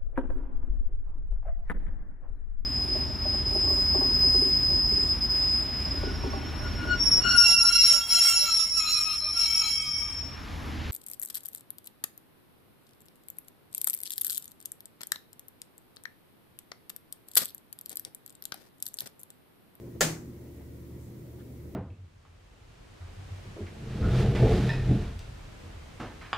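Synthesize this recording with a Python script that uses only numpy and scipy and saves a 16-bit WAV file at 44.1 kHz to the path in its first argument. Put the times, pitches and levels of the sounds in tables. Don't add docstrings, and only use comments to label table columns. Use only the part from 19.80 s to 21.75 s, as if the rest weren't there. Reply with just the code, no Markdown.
import sys
import numpy as np
from scipy import signal
from scipy.fft import rfft, irfft
from scipy.io import wavfile
from scipy.ndimage import uniform_filter1d

SR = 44100
rng = np.random.default_rng(int(sys.argv[2]) if len(sys.argv) > 2 else 0)


def field_ratio(decibels):
    return 10 ** (np.asarray(decibels, dtype=float) / 20)


def digitize_waveform(pressure):
    field = np.atleast_2d(pressure).T
    bounded = np.clip(field, -1, 1)
    quanta = np.round(bounded * 32767).astype(np.int16)
    wavfile.write(sys.argv[1], SR, quanta)


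N = 85995

# frequency in Hz, level in dB per Hz.
RUMBLE_SPECTRUM = [(20, -22), (60, -1.5), (100, -0.5), (300, -1.5), (420, -7.5), (580, -13.5), (730, -22.5),
                   (1500, -29)]
# frequency in Hz, likeness from 0 to 1.
RUMBLE_LIKENESS = [(30, .97), (130, .92), (290, .84), (640, .43), (1400, 0), (5000, 0)]
# frequency in Hz, level in dB per Hz.
HISS_SPECTRUM = [(1500, -16), (1900, 1.5), (2600, -5), (5000, -6.5), (9000, -7.5), (12500, -4.5),
                 (15500, -2.5)]
# frequency in Hz, width in Hz, level in dB rms, left-right likeness.
MACHINE_TONES = [(120, .6, -51.5, 1), (152, 6, -61, .9), (172, 10, -62, .9), (344.5, 1.2, -55, .9),
                 (359, 2.5, -59, .9), (600, 6, -80, .6), (964, 6, -80, .3)]
# time in seconds, level in dB.
DRONE_SWELL = [(0.0, -59.5), (0.076, -48), (0.114, -66), (0.206, -51), (0.254, -57), (1.09, -48),
               (1.242, -50.5), (1.314, -68), (1.526, -48), (1.59, -53.5), (1.814, -50), (1.95, -48.5)]
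# start in seconds, length in seconds, level in dB, centre in Hz,
# width in Hz.
SCUFFS = [(.01, 0.13, -49, 362, 160), (0.142, .04, -45.5, 346, 160), (0.16, 0.017, -61, 644, 300),
          (0.789, 0.063, -63.5, 700, 300), (0.746, 0.13, -69.5, 1860, 700), (0.905, .1, -82, 1800, 500),
          (1.139, 0.065, -73, 1930, 700), (1.178, .15, -67, 7600, 4500), (1.491, 0.037, -79, 2500, 1500),
          (1.583, .05, -63.5, 1400, 900), (1.588, 0.035, -70, 3200, 1800), (1.675, 0.046, -75, 1920, 900),
          (1.768, .06, -72, 1800, 1200), (1.875, 0.064, -72, 720, 400)]
# start in seconds, level in dB, frequency in Hz, T60 in seconds.
HEEL_THUDS = [
    (.03, -46, 130, .2),
    (.29, -42, 115, .2),
    (.345, -42, 420, .12),
    (.72, -46, 92, .3),
    (1.105, -46, 170, .08),
    (1.39, -47, 151, .4),
    (1.89, -46, 140, .15),
]
# frequency in Hz, width in Hz, peak in dB, delay in seconds.
SNAP_RINGS = [(520, 160, -16, 0), (720, 300, -17, .0002), (1400, 200, -18, .0006), (1780, 450, -8, 0),
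              (3200, 1500, -8, 0), (5000, 1200, -7, 0), (6500, 1400, -3, 0), (7700, 1500, -9, .0002),
              (12000, 5000, -13, 0)]
# delay in seconds, left level in dB, right level in dB.
REFLECTIONS = [(0, 0, 1), (.0012, -7, -5), (.0044, 4, -3), (.0062, -4, -12), (.0076, -9, -14),
               (.0117, -14, -9), (.0165, -11, -12), (.0190, -11, -9), (.0235, -14, -11)]
# frequency in Hz, T60 in seconds.
ROOM_T60 = [(200, 0.64), (500, 0.39), (1400, 0.39), (3700, 0.28), (6500, 0.35), (10000, 0.28),
            (15000, 0.33)]
# frequency in Hz, level in dB per Hz.
TAIL_SPECTRUM = [(120, -5), (200, -4), (577, -8), (705, -6.5), (801, -14), (1790, -11.5), (3150, -13.5),
                 (7160, -12), (15700, -25)]
# frequency in Hz, likeness from 0 to 1.
TAIL_LIKENESS = [(200, 0.92), (400, 0.56), (800, 0.17), (2000, 0.1), (8000, 0.038)]
# frequency in Hz, level in dB, rise in seconds, T60 in seconds.
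ROOM_MODES = [(142.6, -39, 0.086, .6), (160, -25, 0.029, 0.54), (311, -31.5, 0.075, 0.53),
              (500, -31.5, 0.0036, 0.097), (546, -28.5, 0.0041, 0.13), (592, -28, 0.0041, 0.15),
              (690, -32, 0.012, .08), (1328, -28.5, 0.0093, 0.078), (1740, -22, 0.0027, 0.12),
              (1872, -26, .003, 0.064)]

SNAP_S, SLIP_LEAD_S = .2087, .0028


def evened(x):
    return x / np.sqrt(np.mean(x ** 2) + 1e-20)


def read(points, hz):
    f, value = np.transpose(points)
    return np.interp(np.log(hz + 1), np.log(f + 1), value)


def add(mix, start_s, sound):
    part = mix[..., max(round(start_s * SR), 0):][..., :sound.shape[-1]]
    part += sound[..., :part.shape[-1]]


def resonate(x, hz, width):
    turn = np.exp(2j * np.pi * hz * np.arange(x.shape[-1]) / SR)
    pole = np.exp(-np.pi * width / SR)
    return 2 * (turn * signal.lfilter([1 - pole], [1, -pole], x / turn)).real


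def colour(x, db_of_hz):
    hz = np.fft.rfftfreq(x.shape[-1], 1 / SR)
    return irfft(rfft(x) * field_ratio(db_of_hz(hz)), x.shape[-1])


def blend(a, b, same):
    same = np.clip(same, -1, 1)
    return np.array([a, same * a + np.sqrt(1 - same ** 2) * b])


def pair(same, size=N):
    a, b = rng.standard_normal((2, size))
    return blend(a, b, same)


def rumble():
    level_db, patchy_db = -44, 1.5
    hz = np.fft.rfftfreq(2048, 1 / SR)
    a, b, c, d, patches = rng.standard_normal((N // 512 + 5, 1025, 5)).T
    patches = uniform_filter1d(patches, size=10, axis=0)
    patches = evened(uniform_filter1d(patches, size=6, axis=1))
    z = blend(a + 1j * b, c + 1j * d, read(RUMBLE_LIKENESS, hz)[:, None])
    slope = read(RUMBLE_SPECTRUM, hz) - 12 * np.log2(np.maximum(hz / RUMBLE_SPECTRUM[-1][0], 1))
    z = z * field_ratio(slope[:, None] + patchy_db * patches)
    noise = signal.istft(z, nperseg=2048, noverlap=1536)[1][:, :N]
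    return field_ratio(level_db - 3.5) * evened(noise)


def hiss():
    def curve(hz):
        return read(HISS_SPECTRUM, hz) - 6 * np.log2(np.maximum(1500 / (hz + 1), 1))
    return field_ratio(-61) * evened(colour(pair(0), curve))


def tones():
    t = np.arange(N) / SR
    out = np.zeros((2, N))
    for hz, width, db, same in MACHINE_TONES:
        noise = pair(same, size=2 * N)
        fuzz = resonate(resonate(noise, hz, width), hz, 2 * width)
        fuzz = evened(fuzz[:, N:])
        steady = np.sqrt(2) * np.sin(2 * np.pi * hz * t)
        share = 1 / (1 + width ** 2)
        out += field_ratio(db) * (np.sqrt(share) * steady + np.sqrt(1 - share) * fuzz)
    drone_hz, wander_hz = 75.2, 1.2
    wobble = evened(resonate(rng.standard_normal(N), 3.8, 6.5))
    drone = np.sin(2 * np.pi * np.cumsum(drone_hz + wander_hz * wobble) / SR)
    return out + np.sqrt(2) * drone * field_ratio(np.interp(t, *np.transpose(DRONE_SWELL)))


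def scuff(length_s, db, hz, width):
    n = round(length_s * SR)
    fibres = pair(np.exp(-hz / 900), size=8192)[:, :n]
    crackle = field_ratio(1.2 * rng.exponential(1, 8192)[:n])
    brush = resonate(resonate(fibres * crackle, hz, width), hz, width)
    stroke = np.sin(np.pi * (np.arange(n) / n) ** 0.74)
    return field_ratio(db) * stroke * evened(brush)


def mode(db, hz, t60, rise_s):
    t = np.arange(SR) / SR
    swell = 1 - np.exp(-(t / rise_s) ** 2)
    return field_ratio(db - 60 * t / t60) * swell * np.sin(2 * np.pi * hz * t)


def snap():
    slip_db, crack_db, crack_t60, level_db = -30, -14, .004, -11
    t = np.arange(2048) / SR - SLIP_LEAD_S
    noise = np.diff(rng.standard_normal(2048), prepend=0)
    crack = field_ratio(crack_db - 60 * np.abs(t) / crack_t60)
    sound = noise * np.where(t < 0, field_ratio(slip_db), crack)
    for hz, width, db, delay in SNAP_RINGS:
        u = np.maximum(t - delay, 0) * np.pi * width
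        envelope = u * np.exp(1 - u)
        sound = sound + field_ratio(db) * envelope * np.sin(2 * np.pi * hz * (t - delay))
    return field_ratio(level_db) * sound


def early(x):
    taps = np.zeros((2, 2048))
    for k, (delay, left_db, right_db) in enumerate(REFLECTIONS):
        taps[:, round(delay * SR)] = field_ratio([left_db, right_db]) * (-1) ** k
    return signal.fftconvolve(x[None], taps, axes=1)


def room():
    level_db, onset_s = -25.5, .009
    hz, t, z = signal.stft(rng.standard_normal((2, SR)), SR, nperseg=256)
    tone = read(TAIL_SPECTRUM, hz) - 18 * np.log2(np.maximum(200 / (hz + 1), 1))
    decay = 60 * t / read(ROOM_T60, hz)[:, None]
    z = blend(z[0], z[1], read(TAIL_LIKENESS, hz)[:, None]) * field_ratio(tone[:, None] - decay)
    tail = signal.istft(z, SR, nperseg=256)[1][:, :SR]
    tail = tail * np.clip(np.arange(SR) / SR / onset_s, 0, 1) ** .5
    sides = field_ratio([[.8], [-.8]])
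    return field_ratio(level_db) * sides * tail / np.sqrt(np.mean(tail[:, :2048] ** 2))


def scene():
    mix = rumble() + hiss() + tones()
    for start, *row in SCUFFS:
        add(mix, start, scuff(*row))
    for start, db, hz, t60 in HEEL_THUDS:
        add(mix, start, mode(db, hz, t60, 0.004)[None])
    add(mix, SNAP_S - SLIP_LEAD_S, early(snap()))
    add(mix, SNAP_S, room())
    for hz, db, rise, t60 in ROOM_MODES:
        add(mix, SNAP_S, mode(db, hz, t60, rise)[None])
    return mix


def band_limit(x):
    return signal.sosfilt(signal.butter(12, 16710, fs=SR, output="sos"), x)


def record(dry):
    edge = signal.firwin(1023, 15700, window=("kaiser", 9), fs=SR)
    mix = signal.oaconvolve(dry, edge[None], "same", axes=1)
    return band_limit(mix)


dry = scene()
out = record(dry)
digitize_waveform(out)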